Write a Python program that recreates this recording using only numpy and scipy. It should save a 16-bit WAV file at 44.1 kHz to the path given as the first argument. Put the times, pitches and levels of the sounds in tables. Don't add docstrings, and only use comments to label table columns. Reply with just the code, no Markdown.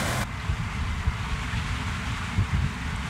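import sys
import numpy as np
from scipy import signal
from scipy.fft import rfft, irfft, next_fast_len
from scipy.io import wavfile
from scipy.ndimage import uniform_filter1d, map_coordinates

SR = 44100
rng = np.random.default_rng(int(sys.argv[2]) if len(sys.argv) > 2 else 0)


def store_pcm(level_fs):
    pcm = np.round(np.clip(level_fs, -1, 1) * 32767).astype(np.int16)
    wavfile.write(sys.argv[1], SR, np.atleast_2d(pcm).T)


N = 136269
T = np.arange(N) / SR

# time in seconds, strength in dB.
BREEZE = [(.25, -5.5), (.45, -2), (.8, -0.3), (1.1, -0.5), (1.35, 1.5), (1.75, 1.5), (2.15, 3), (2.5, -0.4),
          (2.8, -0.5), (3.09, -0.5)]


def close_machinery(level_db=-27, tone_width_hz=24):
    # frequency in Hz, relative level in dB.
    spectrum = [(21, -35), (35, -1), (113, 1.5), (150, -6.5), (188, 1), (231, -11), (283, -10.5),
                (460, -18.5), (522, -9), (938, -14), (1040, -8.5), (1210, -13.5), (1410, -11),
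                (2290, -17.5), (2670, -21.5), (3440, -20), (4920, -25), (8190, -25), (15500, -38)]
    # pitch in Hz, level in dB before the gain ride.
    ringing = [(112, -35.5), (195, -36.5), (684, -41.5), (1050, -51.5), (1107, -63), (1432, -55),
               (1927, -50.5), (2062, -44.5), (2369, -46.5)]
    # time in seconds, gain in dB.
    ride = [(0, 1.5), (.06, 0), (.1, 1), (.14, 0), (.24, -0.5)]
    roar = from_db(level_db + drift(40)) * coloured(spectrum)
    tones = sum(from_db(db) * evened(resonant(hz, tone_width_hz), 0.27) for hz, db in ringing)
    return from_db(in_time(ride)) * ground_echo(roar + tones)


def distant_engines(firing_hz=110.5, firing_db=-44.5, hum_hz=444.6):
    # frequency in Hz, relative level in dB.
    spectrum = [(25, -14), (45, -6), (90, -1.5), (160, 1.5), (265, -5.5), (310, -24), (420, -15),
                (520, -28), (900, -71)]
    # time in seconds, level in dB.
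    rumble_ride = [(.25, -38.5), (1.0, -37.5), (1.9, -35), (2.5, -37), (3.09, -36)]
    # time in seconds, level in dB.
    hum_ride = [(.29, -67), (.38, -55.5), (.55, -51.5), (.64, -67), (.75, -53.5), (1.1, -60.5),
                (1.4, -50.5), (1.6, -56.5), (1.88, -55), (1.98, -69), (2.08, -57), (2.2, -59.5),
                (2.42, -54), (2.72, -66), (2.86, -56.5), (3.09, -58.5)]
    # pitch in Hz, level in dB.
    drives = [(1157, -73), (2060, -53), (2250, -57), (3712, -63), (4581, -65.5), (5855, -73), (6588, -106)]
    rumble = from_db(in_time(rumble_ride)) * evened(coloured(spectrum), 0.51)
    firing = from_db(firing_db) * rms_one(np.sin(turning(firing_hz, wander=0.0295)))
    hum = from_db(in_time(hum_ride)) * evened(resonant(hum_hz, width_hz=9), 0.048)
    whines = sum(from_db(db) * resonant(hz, width_hz=9.1) for hz, db in drives)
    return rumble + firing + hum + whines


def microphone_wind(bed_db=-34.8, knock_hz=317, even_s=0.018):
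    # frequency in Hz, relative level in dB.
    spectrum = [(20, -59), (32, -30), (45, -5), (65, 0.5), (100, -8), (150, -12), (250, -20.5), (330, -62),
                (600, -47), (1500, -88)]
    # peak time and half length in seconds, level in dB, centre in Hz.
    gusts = [(0.497, 0.0051, -18.5, 72.6), (0.52, 0.0091, -23, 71), (0.622, 0.037, -29, 87),
             (0.816, 0.031, -26.5, 64.6), (0.901, 0.024, -24.5, 67), (1, 0.055, -30, 45.5),
             (1.079, 0.0077, -18, 70), (1.209, 0.018, -28, 88), (1.322, 0.011, -22, 45.6),
             (1.438, 0.02, -29.5, 72), (1.587, 0.054, -27.5, 59), (1.703, 0.054, -31.5, 71),
             (1.9, 0.029, -27.5, 87), (2.096, 0.032, -30, 73.4), (2.387, 0.0075, -16.5, 96),
             (2.414, 0.016, -20, 84), (2.545, 0.013, -20, 74), (2.585, 0.014, -23, 88),
             (2.641, 0.021, -22, 97), (2.9, 0.061, -29, 68)]
    strength = sum(from_db(db) * swell(at, half) for at, half, db, _ in gusts)
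    thumps = sum(from_db(db) * burst(at, half, gust(hz, even_s)) for at, half, db, hz in gusts)
    knocks = from_db(-4) * strength ** 2 * evened(resonant(knock_hz, width_hz=59), even_s)
    bed = from_db(bed_db) * evened(coloured(spectrum), even_s)
    return bed + thumps + knocks


def gust(centre_hz, even_s, relative_width=0.65, low_hz=34.7, top_hz=197):
    def band(hz):
        peak = 1 / (1 + ((hz / centre_hz - 1) / relative_width) ** 2)
        return peak / (1 + (low_hz / hz) ** 6 + (hz / top_hz) ** 4)
    return rms_one(evened(shaped(band), even_s))


def wind_in_cane(rush_db=-41.5, hiss_db=-41, rush_follows=0.31):
    # frequency in Hz, relative level in dB.
    rush_spectrum = [(300, -12), (530, -13), (680, -5), (760, -5.5), (880, -2.5), (1100, -0.5),
                     (1350, -2.5), (1850, -6.5), (2080, -13.5), (2600, -9.5), (4000, -48), (8000, -39.5)]
    # frequency in Hz, relative level in dB.
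    hiss_spectrum = [(700, -8.5), (1400, 1.5), (2200, 2), (3300, -3), (4200, -9.5), (4900, -12),
                     (5600, -12.5), (7400, -12.5), (8700, -17.5), (9800, -18), (10400, -27), (12200, -28),
                     (15500, -55)]
    # peak time and half length in seconds, pitch and width in Hz, level in dB.
    leaves = [(0.402, 0.002, 4040, 150, -41.5), (1.593, 0.0028, 4050, 250, -51),
              (1.73, .004, 7200, 550, -55), (2.122, 0.0037, 7400, 550, -48), (2.73, .0015, 3800, 300, -47),
              (2.743, .0016, 7900, 700, -48), (2.752, .0019, 3680, 260, -44),
              (2.962, .0019, 8200, 480, -43.5)]
    breeze_db = in_time(BREEZE)
    rush = from_db(rush_db + rush_follows * breeze_db + 0.8 * drift(32)) * coloured(rush_spectrum)
    hiss = from_db(hiss_db + breeze_db + drift(7.6)) * coloured(hiss_spectrum)
    flicks = sum(from_db(db) * burst(at, half, resonant(hz, width))
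                 for at, half, hz, width, db in leaves)
    return rush + hiss + flicks + leaf_ticks(breeze_db)


def cutters(rasp_hz=2890, width_hz=990, roughness_db=3):
    # peak time and half length in seconds, level in dB.
    bites = [(0.425, 0.028, -58), (.83, 0.034, -47), (1.196, .025, -47), (1.327, 0.015, -42),
             (1.57, 0.1, -43.5), (1.786, 0.034, -41), (2.135, 0.017, -43), (2.342, 0.025, -44.5),
             (2.9, .022, -49)]
    load = sum(from_db(db) * swell(at, half) for at, half, db in bites)
    return load * rms_one(from_db(roughness_db * drift(90)) * resonant(rasp_hz, width_hz))


def fans(width_hz=54, breeze_follows=0.74):
    # pitch in Hz, level in dB before the breeze lifts or lowers it.
    resonances = [(900, -54), (1085, -49.5), (1420, -54), (2080, -50), (2290, -55.5)]
    whirr = 0
    for hz, db in resonances:
        phase = turning(hz, wander=0.04)
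        band = drift(width_hz) * np.cos(phase) + drift(width_hz) * np.sin(phase)
        whirr = whirr + from_db(db) * rms_one(band)
    return from_db(breeze_follows * in_time(BREEZE)) * whirr


def stalk_rattle(knocks_per_s=110, level_db=-48, width_hz=39, panels=60):
    hits = rng.random(N) < knocks_per_s / SR
    knocks = hits * rng.uniform(0.45, 1, N) * from_db(in_time(BREEZE))
    panel_hit = rng.integers(0, panels, N)
    radius = np.exp(-np.pi * width_hz / SR)
    rattle = 0
    for panel, hz in enumerate(np.geomspace(830, 4700, panels)):
        ring = rung(knocks * (panel_hit == panel), hz, radius, passes=2)
        rattle = rattle + ring / (1 + (hz / 2300) ** 2)
    return from_db(level_db) * rms_one(rattle)


def leaf_ticks(breeze_db, base_ticks_per_s=550, level_db=-54, ring_cycles=33, pitches=16):
    touches = rng.random(N) < base_ticks_per_s * from_db(breeze_db + 3 * drift(8)) / SR
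    strength = from_db(-5 * np.minimum(rng.exponential(1, N), 4))
    clicks = touches * strength * rng.choice([-1, 1], N)
    pitch_hit = rng.integers(0, pitches, N)
    ticks = 0
    for pitch, hz in enumerate(np.geomspace(3000, 9300, pitches)):
        radius = from_db(-60 * hz / (ring_cycles * SR))
        ticks = ticks + hz ** -0.8 * rung(clicks * (pitch_hit == pitch), hz, radius)
    return from_db(level_db) * rms_one(ticks)


def ground_echo(x, delay_s=0.0062, wander_s=0.000633, gain=0.11):
    lag_s = delay_s + wander_s * drift(1.0)
    return x + gain * map_coordinates(x, [(T - lag_s) * SR], order=3, mode="reflect")


def from_db(db):
    return 10 ** (np.asarray(db) / 20)


def rms_one(x):
    return x / np.sqrt(np.mean(x ** 2) + 1e-20)


def in_time(rows):
    return np.interp(T, *np.transpose(rows))


def shaped(gain_at):
    size = next_fast_len(N, True)
    hz = np.maximum(np.arange(size // 2 + 1) * SR / size, 1)
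    return rms_one(irfft(rfft(rng.standard_normal(size)) * gain_at(hz), size)[:N])


def coloured(spectrum):
    points_hz, db = np.transpose(spectrum)

    def gain_at(hz):
        curve = from_db(np.interp(np.log(hz), np.log(points_hz), db))
        return curve / np.sqrt(1 + (points_hz[0] / hz) ** 8)
    return shaped(gain_at)


def resonant(centre_hz, width_hz):
    return shaped(lambda hz: 1 / (1 + ((hz - centre_hz) / width_hz) ** 2))


def drift(rate_hz):
    return resonant(0, rate_hz)


def evened(x, seconds):
    size = max(int(seconds * SR), 2)
    power = uniform_filter1d(uniform_filter1d(x ** 2, size), size // 2)
    return x / np.sqrt(np.abs(power) + 0.14)


def swell(at, half_length):
    return np.exp(-0.5 * ((T - at) / half_length) ** 2)


def burst(at, half_length, noise):
    bell = swell(at, half_length)
    return bell * noise * np.sqrt(np.sum(bell ** 2) / (np.sum((bell * noise) ** 2) + 1e-20))


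def turning(hz, wander):
    return 2 * np.pi * np.cumsum(hz * (1 + wander * drift(3.1))) / SR


def rung(clicks, hz, radius, passes=1):
    section = [1, 0, -1, 1, -2 * radius * np.cos(2 * np.pi * hz / SR), radius ** 2]
    return signal.sosfilt([section] * passes, clicks + 1e-18)


def scene(roar_end_s=0.2436, fade_s=0.011):
    close = np.clip((roar_end_s - T) / fade_s, 0, 1)
    field = distant_engines() + ground_echo(wind_in_cane() + stalk_rattle() + cutters() + fans())
    field += microphone_wind()
    return (close * close_machinery() + (1 - close) * field)[None]


def record(dry, low_cut_hz=32, high_cut_hz=15600):
    dry = signal.sosfilt(signal.butter(4, low_cut_hz, "high", fs=SR, output="sos"), dry)
    return signal.sosfilt(signal.ellip(10, 0.1, 80, high_cut_hz, fs=SR, output="sos"), dry)


dry = scene()
out = record(dry)
store_pcm(out)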